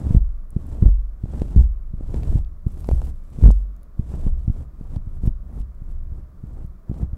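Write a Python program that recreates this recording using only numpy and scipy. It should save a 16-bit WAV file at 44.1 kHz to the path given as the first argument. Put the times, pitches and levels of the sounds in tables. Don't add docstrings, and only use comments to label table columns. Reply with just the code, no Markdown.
import sys
import numpy as np
from scipy import signal
from scipy.fft import rfft, irfft, next_fast_len
from scipy.io import wavfile
from scipy.ndimage import uniform_filter1d

SR = 44100
rng = np.random.default_rng(int(sys.argv[2]) if len(sys.argv) > 2 else 0)


def master(y):
    cut = np.clip(np.atleast_2d(y).T, -1, 1)
    pcm = np.round(cut * 32767)
    wavfile.write(sys.argv[1], SR, pcm.astype(np.int16))


N = 316197
TIME = np.arange(N) / SR

# t/s, length/s, rub level/dB, hiss level/dB, crackle over hiss/dB
STROKES = [(-.2, 0.37, -39, -63, -21), (0.528, 0.36, -41, -64.5, -14), (1.215, 0.42, -41.5, -63.5, -13),
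           (1.978, 0.41, -40.5, -63.5, -25), (2.673, 0.42, -44, -64, 1.5), (3.07, 0.55, -65, -72.5, -4),
           (3.332, 0.14, -37.5, -56, -28), (3.985, 0.289, -42, -63.5, -15), (4.244, 0.29, -59, -75, -15),
           (4.447, .18, -43.5, -66.5, -2), (4.735, 0.23, -48, -71.5, -8), (5.022, 0.15, -50, -73, 0),
           (5.222, 0.038, -39, -63, 0), (5.433, 0.17, -44, -70, 2.5), (5.808, 0.11, -49.5, -73.5, -2),
           (6.06, 0.14, -49, -76.5, -2), (6.353, 0.3, -52, -77, -4.5), (6.89, 0.13, -36.5, -63, -9),
           (7.06, 0.12, -49.5, -77, -12)]


def drag(levels_db, touch_db=-13, dig_in_s=0.17, release_db_per_s=467.5):
    power = np.zeros(N)
    for (touch, length, *_), db in zip(STROKES, levels_db):
        near = (TIME > touch - .05) & (TIME < touch + length + .2)
        t = TIME[near] - touch
        attack_db = touch_db * np.clip(1 - t / min(dig_in_s, length), 0, 1)
        outside_s = np.maximum(-t, 0) + np.maximum(t - length, 0)
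        power[near] += amp(db + attack_db - release_db_per_s * outside_s) ** 2
    return np.sqrt(power)


# f/Hz, level/dB
RUB_EQ = [(30, -2), (80, 3.5), (160, 6), (300, -3.5), (500, -11.5), (800, -17), (1200, -26), (2000, -36.5),
          (3500, -56.5), (8000, -64.5)]


def rubbing(drive, level_db=5, uneven_db=2.0):
    slips = grains(per_s=2500, spread_db=2.2) * amp(uneven_db * wander(70))
    return unit(colour(slips, RUB_EQ)) * drive * amp(level_db)


# f/Hz, level/dB
FUR_EQ = [(400, -18), (1200, 0), (2000, 1.5), (3400, 1.5), (4400, -1.5), (5400, -.5), (6600, -1.5),
          (7800, 3), (9200, -2.5), (11300, -3.5), (12500, -10), (15800, -14)]


def fur(drive, level_db=1.0, uneven_db=1.37):
    slides = grains(per_s=14000, spread_db=2.2) * amp(uneven_db * wander(120))
    return unit(colour(slides, FUR_EQ)) * drive * amp(level_db)


def crackle(drive):
    slips = grains(per_s=1600, spread_db=4.0)
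    crisp_eq = [(1000, -10), (3000, -12), (7000, -9), (10500, -4), (15500, -11)]
    return unit(colour(slips, crisp_eq)) * drive


# t/s, level/dB, contact/ms
LANDINGS = [(.566, -5.5, 1.01), (1.24, -10, 1.18), (1.939, -16.5, 1.06), (2.668, -6, 1.12),
            (3.388, -14.5, 0.85), (3.996, -7, 1.18), (4.481, -5, 1.35), (4.812, -19.5, 0.77),
            (5.073, -15.5, 1.64), (5.237, -13.5, 0.78), (5.821, -22, 1.25), (6.123, -18, 1.76),
            (6.44, -18.5, 1.14), (6.898, -11, 1.26)]
# t/s, level/dB, contact/ms, mount swing/dB
TUGS = [(.069, -9.5, 1.06, -15), (.109, -3.5, 1.07, -20.5), (0.149, -1.5, 0.96, -2.5), (.169, -3, 2, 3),
        (.826, -1, 1, -2.5), (.837, -6.5, 0.91, -6.5), (.861, -2, 2.06, 5.5), (0.883, -8.5, 2.32, 7),
        (1.564, -3.5, 0.96, 1), (1.576, -0.5, 2, 0.5), (1.595, -5.5, 2.1, 8), (1.611, -6, 1.9, -7),
        (2.299, -17, 2.7, 6), (2.357, -3, 1.27, -22.5), (2.919, -16.5, 2.5, 13), (2.934, -14.5, 1.4, 12.5),
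        (3.427, -3.5, 1.5, -14), (3.44, -1.5, 1.3, 7), (3.459, 2.5, 2.3, 0.5), (3.479, 1.5, 2.5, -7.5),
        (3.488, -3, 0.93, -23), (4.267, -9.5, 0.86, -1), (4.501, -7, 1.42, -14), (4.968, -9.5, 1.32, -32),
        (5.257, -11, 1.6, -5), (5.277, -5, 1.07, -6), (5.605, -14.5, 1.94, -15), (6.647, -23, 1.2, 7),
        (6.915, -12.5, 0.7, -30), (7.032, -10, 1.3, -28), (7.134, -17, 1.56, -22)]
# f/Hz, level/dB
SCUFF_EQ = [(40, -10), (200, 17.5), (500, -16), (900, -17.5), (1500, -33.5), (3000, -48.5), (8000, -77)]


def bumps(landing_swing_db=-18.5, rebound=0.23, shake_db=-46, scuff_db=-28):
    landings = [(*row, landing_swing_db) for row in LANDINGS]
    thud, force, scuff_envelope = np.zeros((3, N))
    for s, db, contact_ms, swing_db in landings + TUGS:
        start, pulse = push(s, db, contact_ms)
        add(thud, start, pulse)
        add(thud, start + 3.5 * contact_ms / 1000, -rebound * pulse)
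        add(force, start, amp(swing_db) * pulse)
        start, fall = decay(s - .003, t60=0.12)
        add(scuff_envelope, start, amp(db + scuff_db) * fall)
    scuff = colour(scuff_envelope * rng.standard_normal(N), SCUFF_EQ)
    scuff /= np.std(colour(rng.standard_normal(N), SCUFF_EQ))
    return scuff - thud - amp(shake_db) * mount(force)


# t/s, knock level/dB, contact/ms, crack level/dB
SNAPS = [(.157, -22.5, 0.46, -49), (1.2569, -23.5, 0.39, -59), (1.3365, -22.5, 0.28, -48),
         (1.398, -27.5, 0.38, -42), (1.419, -5, 0.5, -34), (1.5629, -29, 0.96, -37.5),
         (2.009, -17, 0.56, -67), (2.1435, -10.5, 0.51, -35), (2.2332, -23.5, 0.16, -34),
         (2.845, -28, 0.11, -43.5), (2.8895, -5, 0.33, -31.5), (2.9136, -12, 0.25, -33.5),
         (3.018, -22, 0.13, -40.5), (3.505, -12, 0.2, -41.5), (4.962, -25, 0.15, -43),
         (5.272, -40, .3, -42), (5.616, -45, 0.28, -48), (6.9425, -32, .16, -44.5)]


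def snaps(lesser_snaps, knock_trim_db=-3, crack_trim_db=-4.5, hollow_hz=820, hollow_q=1.06):
    knock, crack_envelope = np.zeros((2, N))
    for s, knock_db, contact_ms, crack_db in SNAPS + lesser_snaps:
        add(knock, *push(s, knock_db + knock_trim_db, contact_ms))
        start, fall = decay(s - .0006, t60=0.011)
        add(crack_envelope, start, amp(crack_db + crack_trim_db) * fall)
    w = 2 * np.pi * hollow_hz
    pad_lowpass = signal.bilinear([w ** 2], [1, w / hollow_q, w ** 2], SR)
    crack_eq = [(200, 3.5), (900, 5), (2000, -0.5), (4000, -4.5), (8000, -11), (15000, -24)]
    crack = crack_envelope * unit(colour(rng.standard_normal(N), crack_eq))
    return signal.lfilter(*pad_lowpass, knock) + crack


def catches(drive, per_s=16, knock_db=31, crack_db=14, spread_db=3, contact_ms=0.27):
    jitter, size = rng.random((512, 2)).T
    times = (np.arange(len(jitter)) + jitter) / per_s
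    pull = np.interp(times, TIME, drive, right=0)
    pull_db = 20 * np.log10(pull + 1e-9) + spread_db * (2 * size - 1)
    return [(s, db + knock_db, contact_ms, db + crack_db)
            for s, db in zip(times, pull_db) if s < TIME[-1]]


# t/s, level/dB, f/Hz, t60/s
TICKS = [(.5056, -35, 11800, 0.0011), (.6684, -42, 9370, 0.0028), (2.448, -50, 2540, 0.0054),
         (3.5055, -34.5, 5360, 0.003), (3.5122, -34, 6770, 0.028), (3.765, -49.5, 8900, .003),
         (3.832, -43, 8800, 0.0034), (5.749, -49, 12000, .0021), (6.663, -47, 11600, 0.0039)]


def ticks(band_ratio=1.52, trim_db=-3):
    out = np.zeros(N)
    for s, db, hz, t60 in TICKS:
        start, fall = decay(s, t60)
        edges_hz = np.clip([hz / band_ratio, hz * band_ratio], 100, .48 * SR)
        bandpass = signal.butter(2, edges_hz, "band", fs=SR, output="sos")
        tick = signal.sosfilt(bandpass, fall * rng.standard_normal(len(fall)))
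        add(out, start, amp(db + trim_db) * tick / abs(tick).max())
    return out


# f/Hz, level/dB, t60/s
MOUNT_MODES = [(24.9, -10.5, 1), (46.98, -12, 0.6), (63.6, -9.5, 0.28), (121, -4, .045)]


def mount(force):
    t = np.arange(SR) / SR
    swing = sum(amp(db) * np.exp(-np.log(1000) * t / t60) * np.cos(2 * np.pi * hz * t)
                for hz, db, t60 in MOUNT_MODES)
    return signal.fftconvolve(force, swing)[:N]


# t/s, level/dB
TREMOR = [(0, -42.5), (1.1, -39), (1.95, -37.5), (2.45, -31), (3.95, -41.5), (4.35, -25), (4.72, -36.5),
          (4.95, -28.5), (5.78, -36.5), (5.97, -28), (6.3, -40), (6.8, -44), (7.15, -32.5)]


def sway(drive, level_db=15, settle_s=0.022, fidget_db=3):
    rocking_eq = [(12, -8), (26, -8), (65, -2.5), (100, -6), (180, -19.5), (500, -47), (1500, -78)]
    rocking = colour(mount(rng.standard_normal(N)), rocking_eq)
    local_power = uniform_filter1d(uniform_filter1d(rocking ** 2, size=3000), size=2000)
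    rumble = rocking / np.sqrt(local_power + 1e-12)
    pole = np.exp(-1 / (settle_s * SR))
    energy = signal.lfilter([1 - pole], [1, -pole], drive ** 2)
    tremor_db = np.interp(TIME, *np.transpose(TREMOR)) + fidget_db * wander(5.1)
    tremor = unit(colour(rumble, [(28, 3), (70, -9)])) * amp(tremor_db)
    return rumble * np.sqrt(energy) * amp(level_db) + tremor


# f/Hz, level/dB
ROOM_EQ = [(88, -33.5), (150, 0), (194, 1), (221, -8.5), (418, -14), (481, -20.5), (609, -14.5), (718, -19),
           (817, -28.5), (941, -22), (1180, -19), (1620, -29), (2500, -39), (3250, -68), (5500, -120)]
# f/Hz, level/dB
HISS_EQ = [(300, -5.5), (2000, -6.5), (3000, -2.5), (5000, -3), (9000, -5.5), (15800, -2.5)]


def room(air_db=-55, hiss_db=-75):
    air, hiss = rng.standard_normal((2, N))
    return amp(air_db) * unit(colour(air, ROOM_EQ)) + amp(hiss_db) * unit(colour(hiss, HISS_EQ))


def grains(per_s, spread_db):
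    size = amp(spread_db * np.minimum(rng.exponential(1, N), 5))
    return unit(size * rng.standard_normal(N) * (rng.random(N) < per_s / SR))


def push(s, db, contact_ms):
    t = np.arange(-1024, 1024) / SR
    return s + t[0], amp(db) / np.cosh(np.clip(t * 1000 / contact_ms, -50, 50))


def decay(s, t60):
    t = np.arange(SR // 8) / SR
    return s, np.exp(-np.log(1000) * t / t60)


def wander(per_s):
    knots = rng.standard_normal(8192)
    return unit(np.interp(TIME * per_s, np.arange(len(knots)), knots))


def colour(x, eq):
    hz, db = np.transpose(eq)
    size = next_fast_len(N + 8192)
    bins = np.fft.rfftfreq(size, 1 / SR)
    gain = amp(np.interp(np.log(bins + 1), np.log(hz + 1), db))
    return irfft(rfft(x, size) * gain, size)[:N]


def amp(db):
    return 10 ** (np.asarray(db) / 20)


def unit(x):
    return x / np.sqrt(np.mean(x ** 2) + 1e-20)


def add(mix, s, sound):
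    start = round(s * SR)
    sound = sound[max(-start, 0):]
    part = mix[max(start, 0):][:len(sound)]
    part += sound[:len(part)]


def scene(grip_db=1.55, grip_per_s=18):
    *_, rub_db, hiss_db, crisp_db = np.transpose(STROKES)
    grip = amp(grip_db * wander(grip_per_s))
    pressing = grip * drag(rub_db)
    sliding = grip * drag(hiss_db)
    crackling = grip * drag(hiss_db + crisp_db)
    brushing = rubbing(pressing) + fur(sliding) + crackle(crackling)
    low_end = bumps() + sway(pressing)
    bristles = snaps(catches(sliding)) + ticks()
    return (brushing + low_end + bristles + room())[None]


def record(dry, low_cut_hz=16, ceiling=.95, high_cut_hz=15850):
    low_cut = signal.butter(1, low_cut_hz, "high", fs=SR, output="sos")
    clipped = np.clip(signal.sosfilt(low_cut, dry), -ceiling, ceiling)
    high_cut = signal.firwin(511, high_cut_hz, window=("kaiser", 9), fs=SR)
    return signal.oaconvolve(clipped, high_cut[None], "same")


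dry = scene()
out = record(dry)
master(out)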